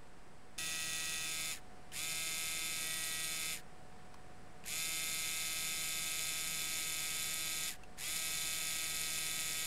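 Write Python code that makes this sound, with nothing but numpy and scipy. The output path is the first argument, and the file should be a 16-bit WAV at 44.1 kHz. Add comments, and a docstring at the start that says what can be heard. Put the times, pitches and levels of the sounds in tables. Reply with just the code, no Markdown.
"""A quiet room with a steady fan-like tone; at 0.6 s the buzz of a nearby pen-style rotary tattoo machine
cuts in abruptly, already at full speed. Its motor hums, and once a turn a cam (an off-centre wheel)
knocks the needle bar, which rattles in its cartridge and rings the casing. Twice early on the fingers
loosen and the buzz changes colour. The machine pauses at about 1.5, 3.5 and 7.7 s, with switch clicks
at the first two restarts and two other short ticks in the pauses, then buzzes on to the end."""
import sys
import numpy as np
from scipy import signal
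from scipy.fft import rfft, irfft, next_fast_len
from scipy.io import wavfile

SR = 44100
rng = np.random.default_rng(int(sys.argv[2]) if len(sys.argv) > 2 else 0)


def unload_wav(signal):
    """Save mono or channel-first audio to the path in sys.argv[1] as 16-bit WAV at rate SR, clipped to [-1, 1]."""
    wavfile.write(
        sys.argv[1],
        SR,
        np.round(np.clip(np.atleast_2d(signal).T, -1, 1) * 32767).astype(np.int16),
    )


N = 426006

# Each stretch of buzzing. Columns: on_s, off_s, spin_up_s (time constant), extra_speed_hz, grip (0-1),
# rattle_db, thin_ring_db, sizzle_db, scrape_db
MOTOR_RUNS = [(.58, 1.52, .0003, 1.36, 0.67, -39.5, -46, -50.8, -6),
              (1.915, 3.535, .028, 2.58, 0.84, -39, -39.5, -56.5, -3),
              (4.644, 7.688, .028, 2.45, 0.75, -38, -37.6, -56.5, -13),
              (7.968, 9.9, .033, 1.03, 0.32, -37.5, -38, -54.5, -10)]


def tattoo_machine():
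    """The whole pen: motor speed sets the pitch and force, and the hold sets the colour."""
    working_hz, sag_s, relax_s = 159.9, .85, 2.92
    throttle = share_of_full_speed()
    age_s, extra_hz, first_grip, rattle_db, ring_db, sizzle_db, scrape_db = current_run()
    loose, sleeve_shift_hz, tip_shift_hz, scrape_change_db, ring_change_db = loose_holds()
    # During each run the motor slows a little and the fingers relax.
    speed_hz = working_hz + extra_hz * np.exp(-age_s / sag_s)
    grip = first_grip * np.exp(-age_s / relax_s) * (1 - loose)
    turns = np.cumsum(throttle * speed_hz * (1 + 0.000295 * drift(25))) / SR
    knock = throttle ** 1.8 * cam_knocks(turns)
    bar, needle = throttle ** 1.53 * rattle(turns)
    # So small a body gives off little bass.
    knock = band_limit(knock, 1903, "high", order=6)
    bar = from_db(rattle_db) * band_limit(bar, 1660, "high", order=4)
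    knock = band_limit(knock, 10400, "low", order=3)  # the cam's contact is slightly soft
    knock = from_db(-12.5 + 1.5 * grip) * knock  # a firm grip makes it knock harder
    pen = pen_body(knock, bar, grip, sleeve_shift_hz, tip_shift_hz, scrape_db + scrape_change_db)
    treble = needle_treble(needle, ring_db + ring_change_db, sizzle_db)
    return spread_in_time(pen + treble) + throttle ** 5 * motor_hum(turns) + bar_whirr(throttle)


def cam_knocks(turns, jitter_s=.000011, spread_db=-0.35, bounce=0.23, bounce_s=0.000863):
    """One hit a turn and a weaker bounce, each a little uneven in timing and strength."""
    turn_ends = np.interp(np.arange(1, int(turns[-1])), turns, np.arange(N))
    late, strong = rng.standard_normal((2, len(turn_ends), 2))
    hit_at = (turn_ends[:, None] + (late * jitter_s + [0, bounce_s]) * SR).reshape(-1, 1)
    force = (from_db(spread_db * strong) * [1, bounce]).reshape(-1, 1)
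    # A hit that falls between samples is shared among its neighbours.
    near = hit_at.astype(int) + np.arange(-5, 7)
    pulses = force * np.sinc(near - hit_at)
    return np.bincount(np.clip(near, 0, N - 1).ravel(), pulses.ravel(), N)


def rattle(turns, burst=0.9, burst_turns=0.1, lead_turns=0.14, rebound_turns=0.31,
           spread_db=1.0, grain_db=2.5):
    """Bar and needle (a row each) rub all the time and chatter at each knock and on the way back."""
    from_knock = (turns + .5) % 1 - .5
    stroke = (turns + .5).astype(int)
    strength = from_db(spread_db * rng.standard_normal((stroke[-1] + 1, 2)))[stroke].T
    chatter = burst * strength[0] * np.exp(np.minimum(from_knock / lead_turns, -from_knock / burst_turns))
    rebound = strength[1] * np.exp(-np.abs(from_knock + rebound_turns) / lead_turns)
    pressure = (1 + chatter + rebound) * from_db(grain_db * drift(3000))
    moving = np.gradient(turns) > 0
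    return pressure / np.sqrt(np.mean(pressure[moving] ** 2)) * rng.standard_normal((2, N))


def pen_body(knock, rub, grip, sleeve_shift_hz, tip_shift_hz, scrape_db):
    """Knocks and rubbing ring the pen; the notes of its barrel, sleeve and tip follow the hold."""
    # The casing's unchanging notes. Columns: pitch_hz, width_hz, knock_db, rattle_db
    casing_notes = [(2560, 170, -2, -1.5), (3120, 200, -20, -14), (3600, 220, -9, -3), (4080, 380, -14, -2),
                    (4680, 220, -14, -5), (5170, 330, -6, -2), (5850, 400, -20, -14), (7550, 600, -20, -7),
                    (9000, 1100, -24, -5), (9800, 700, -28, -8), (10480, 500, -24, -2)]
    stiffen_hz = 250 * grip  # gripping stiffens the barrel and sleeve
    barrel_gain = from_db(5 - 12 * grip)  # it also damps the barrel
    tip_gain = 1 / (1 + 0.32 * from_db(scrape_db))  # a scraping needle damps the tip

    def push(knock_db, rattle_db):
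        return from_db(knock_db) * knock + from_db(rattle_db) * rub

    direct = from_db(-10.5) * rub
    scrape = resonate(from_db(scrape_db) * rub, hz=8770, width_hz=280)
    barrel = barrel_gain * moving_resonance(push(6, -48), 1932 + stiffen_hz, width_hz=80)
    sleeve = moving_resonance(push(2.66, -16), 2168 + stiffen_hz + sleeve_shift_hz, width_hz=258)
    tip = tip_gain * moving_resonance(push(0, 1.3), 6880 + tip_shift_hz, width_hz=540)
    casing = sum(resonate(push(knock_db, rattle_db), hz, width_hz)
                 for hz, width_hz, knock_db, rattle_db in casing_notes)
    return band_limit(direct + scrape + barrel + sleeve + tip + casing, 11240, "low", order=6)


def needle_treble(needle, ring_db, sizzle_db):
    """The thin needle makes the highest sounds: a fine ring and a sizzle."""
    ring = band_limit(resonate(needle, hz=11800, width_hz=640), 16000, "low", order=4)
    sizzle = band_limit(needle, 8400, "high", order=3)
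    return from_db(ring_db) * ring + from_db(sizzle_db) * sizzle


def spread_in_time(x, delay_at_1khz_s=0.000555):
    """High bending waves travel along the pen faster than low ones, so each hit arrives smeared."""
    size = next_fast_len(N + SR)
    hz = np.fft.rfftfreq(size, 1 / SR)
    phase_lag = 4 * np.pi * delay_at_1khz_s * np.sqrt(1000 * hz)
    return irfft(rfft(x, size) * np.exp(-1j * phase_lag), size)[:N]


def motor_hum(turns):
    """The rotor's unbalance and its electrical contacts hum at multiples of the turning rate."""
    # The pure tones of the hum. Columns: multiple, level_db
    hum_tones = [(1, -65), (2, -67.5), (3, -79), (4, -67.5), (5, -81), (6, -74.5), (7, -73), (8, -59.5),
                 (9, -66.5), (10, -61), (19, -61.5), (22, -53), (23, -58), (25, -61.5), (26, -62.5)]
    return sum(np.sqrt(2) * from_db(db) * np.sin(2 * np.pi * (multiple * turns + rng.random()))
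               for multiple, db in hum_tones)


def bar_whirr(throttle):
    """The slack bar whirrs only while the motor speeds up or slows down, higher as it turns faster."""
    rub = band_limit(rng.standard_normal(N), 1950, "high", order=2)
    whirr = rms_one(moving_resonance(rub, hz=1520 + 447 * throttle, width_hz=260))
    return from_db(-42) * throttle * (1 - throttle) * whirr


def share_of_full_speed(coast_s=.085):
    """From 0 to 1: the first run cuts in at once, later ones speed up; friction brakes each evenly."""
    t, share = np.arange(N) / SR, np.zeros(N)
    for on_s, off_s, spin_up_s, *_ in MOTOR_RUNS:
        run_up = 1 - np.exp(-np.maximum(t - on_s, 0) / spin_up_s)
        share += run_up * np.clip(1 - (t - off_s) / coast_s, 0, 1)
    return share


def current_run():
    """At every sample: seconds into the run, then that run's columns from extra_speed_hz onward."""
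    t, runs = np.arange(N) / SR, np.array(MOTOR_RUNS)
    row = np.maximum(np.searchsorted(runs[:, 0], t, "right") - 1, 0)
    on_s, _, _, *settings = runs[row].T
    return np.maximum(t - on_s, 0), *settings


def loose_holds(regrip_s=.16):
    """How loosely the pen hangs (0-1), then the four changes this brings, faded in and out."""
    # Moments when the fingers loosen.
    # Columns: start_s, end_s, sleeve_shift_hz, tip_shift_hz, scrape_change_db, thin_ring_change_db
    holds = [(.4, 1.29, 390, -340, -6, -7), (2.79, 3.31, 80, -150, 5.5, 0.5)]
    t, curves = np.arange(N) / SR, 0
    for start_s, end_s, *changes in holds:
        loose = np.clip(.5 + np.minimum(t - start_s, end_s - t) / regrip_s, 0, 1)
        curves = curves + np.outer([1, *changes], loose)
    return curves


def small_clicks(crack_db=0.5, crack_s=0.0035):
    """Each click is a brief crack that rings a quickly fading note."""
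    # Switch clicks at two restarts, and two other short ticks in the pauses (one has two notes).
    # Columns: start_s, gain_db, pitch_hz, width_hz
    clicks = [(1.919, -49, 2980, 160), (4.142, -50, 1070, 160), (4.142, -61, 4400, 1300),
              (4.639, -51, 2700, 200), (7.835, -50, 2700, 110)]
    out, age_s = np.zeros(N), np.arange(SR // 10) / SR
    for start_s, db, hz, width_hz in clicks:
        crack = rng.standard_normal(len(age_s)) * np.exp(-age_s / crack_s)
        ring = rms_one(resonate(crack, hz, width_hz)) * np.std(crack)
        at = int(start_s * SR)
        out[at:at + len(age_s)] += from_db(db) * (ring + from_db(crack_db) * crack)
    return cut(out, 8100, "low")


def room():
    """Dull air noise and fan-like tones, both softer before the first run, and a faint high hiss."""
    # The colour of the air noise. Columns: frequency_hz, relative_level_db
    air_colour = [(25, 0), (50, -5), (66, -7.5), (90, -13.5), (150, -5), (280, -12), (460, -12.5),
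                  (950, -16), (1900, -20.5), (3700, -29.5), (5000, -29.5), (6400, -33.5), (9300, -32),
                  (12000, -45)]
    # Fan-like tones that waver slightly. Columns: pitch_hz, level_db
    fan_tones = [(87, -69.5), (190, -74.5), (452, -74.5), (571, -82), (736, -66), (1470, -80),
                 (1766, -79.5)]
    air_hz, air_db = np.transpose(air_colour)
    shape = from_db(np.interp(np.log(np.fft.rfftfreq(N, 1 / SR) + 1), np.log(air_hz), air_db))
    dull_noise = irfft(rfft(rng.standard_normal(N)) * shape, N)
    air = from_db(-57.5) * rms_one(cut(dull_noise, 16, "high"))
    tones = sum(np.sqrt(2) * from_db(db) * np.sin(2 * np.pi * np.cumsum(hz + 1.7 * drift(12)) / SR)
                for hz, db in fan_tones)
    hiss = from_db(-80.5) * rms_one(resonate(rng.standard_normal(N), hz=7860, width_hz=350))
    early = np.arange(N) / SR < MOTOR_RUNS[0][0]
    return air * from_db(-1.5 * early) + tones * from_db(-5.5 * early) + hiss


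def from_db(db):
    """Turn decibels into a gain."""
    return 10 ** (np.asarray(db) / 20)


def rms_one(x):
    """Scale a signal so that its average level (rms) is 1."""
    return x / np.sqrt(np.mean(x ** 2) + 1e-20)


def drift(rate_hz):
    """A random wander of level 1 that picks a new value rate_hz times a second."""
    points = rng.standard_normal(int(N / SR * rate_hz) + 2)
    return rms_one(np.interp(np.arange(N) / SR * rate_hz, np.arange(len(points)), points))


def cut(x, hz, kind):
    """A gentle filter that keeps the "low" or the "high" side of hz."""
    return signal.sosfilt(signal.butter(2, hz, kind, fs=SR, output="sos"), x)


def band_limit(x, hz, kind, order):
    """A steep filter that keeps the "low" or the "high" side of hz without delaying it."""
    return signal.sosfiltfilt(signal.butter(order, hz, kind, fs=SR, output="sos"), x)


def resonate(x, hz, width_hz):
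    """Ring at one pitch; a smaller width rings longer."""
    decay = np.exp(-np.pi * width_hz / SR)
    feedback = [1, -2 * decay * np.cos(2 * np.pi * hz / SR), decay ** 2]
    return signal.lfilter(np.array([1, 0, -1]) * (1 - decay ** 2) / 2, feedback, x + 1e-18)


def moving_resonance(x, hz, width_hz):
    """Ring at a pitch that follows the curve hz."""
    decay = np.exp(-np.pi * width_hz / SR)
    rotation = np.exp(2j * np.pi * np.cumsum(hz) / SR)
    return 2 * np.real(rotation * signal.lfilter([1 - decay], [1, -decay], x / rotation + 1e-18))


def scene():
    """The machine, the clicks and the room in one channel."""
    return (tattoo_machine() + small_clicks() + room())[None]


def record(dry, cutoff_hz=15720, offset=.0038):
    """The highest treble is cut steeply; the converter adds a small steady offset."""
    low_pass = signal.firwin(401, cutoff_hz, fs=SR)[None]
    return signal.fftconvolve(dry, low_pass, "same", axes=1) + offset


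dry = scene()
out = record(dry)
unload_wav(out)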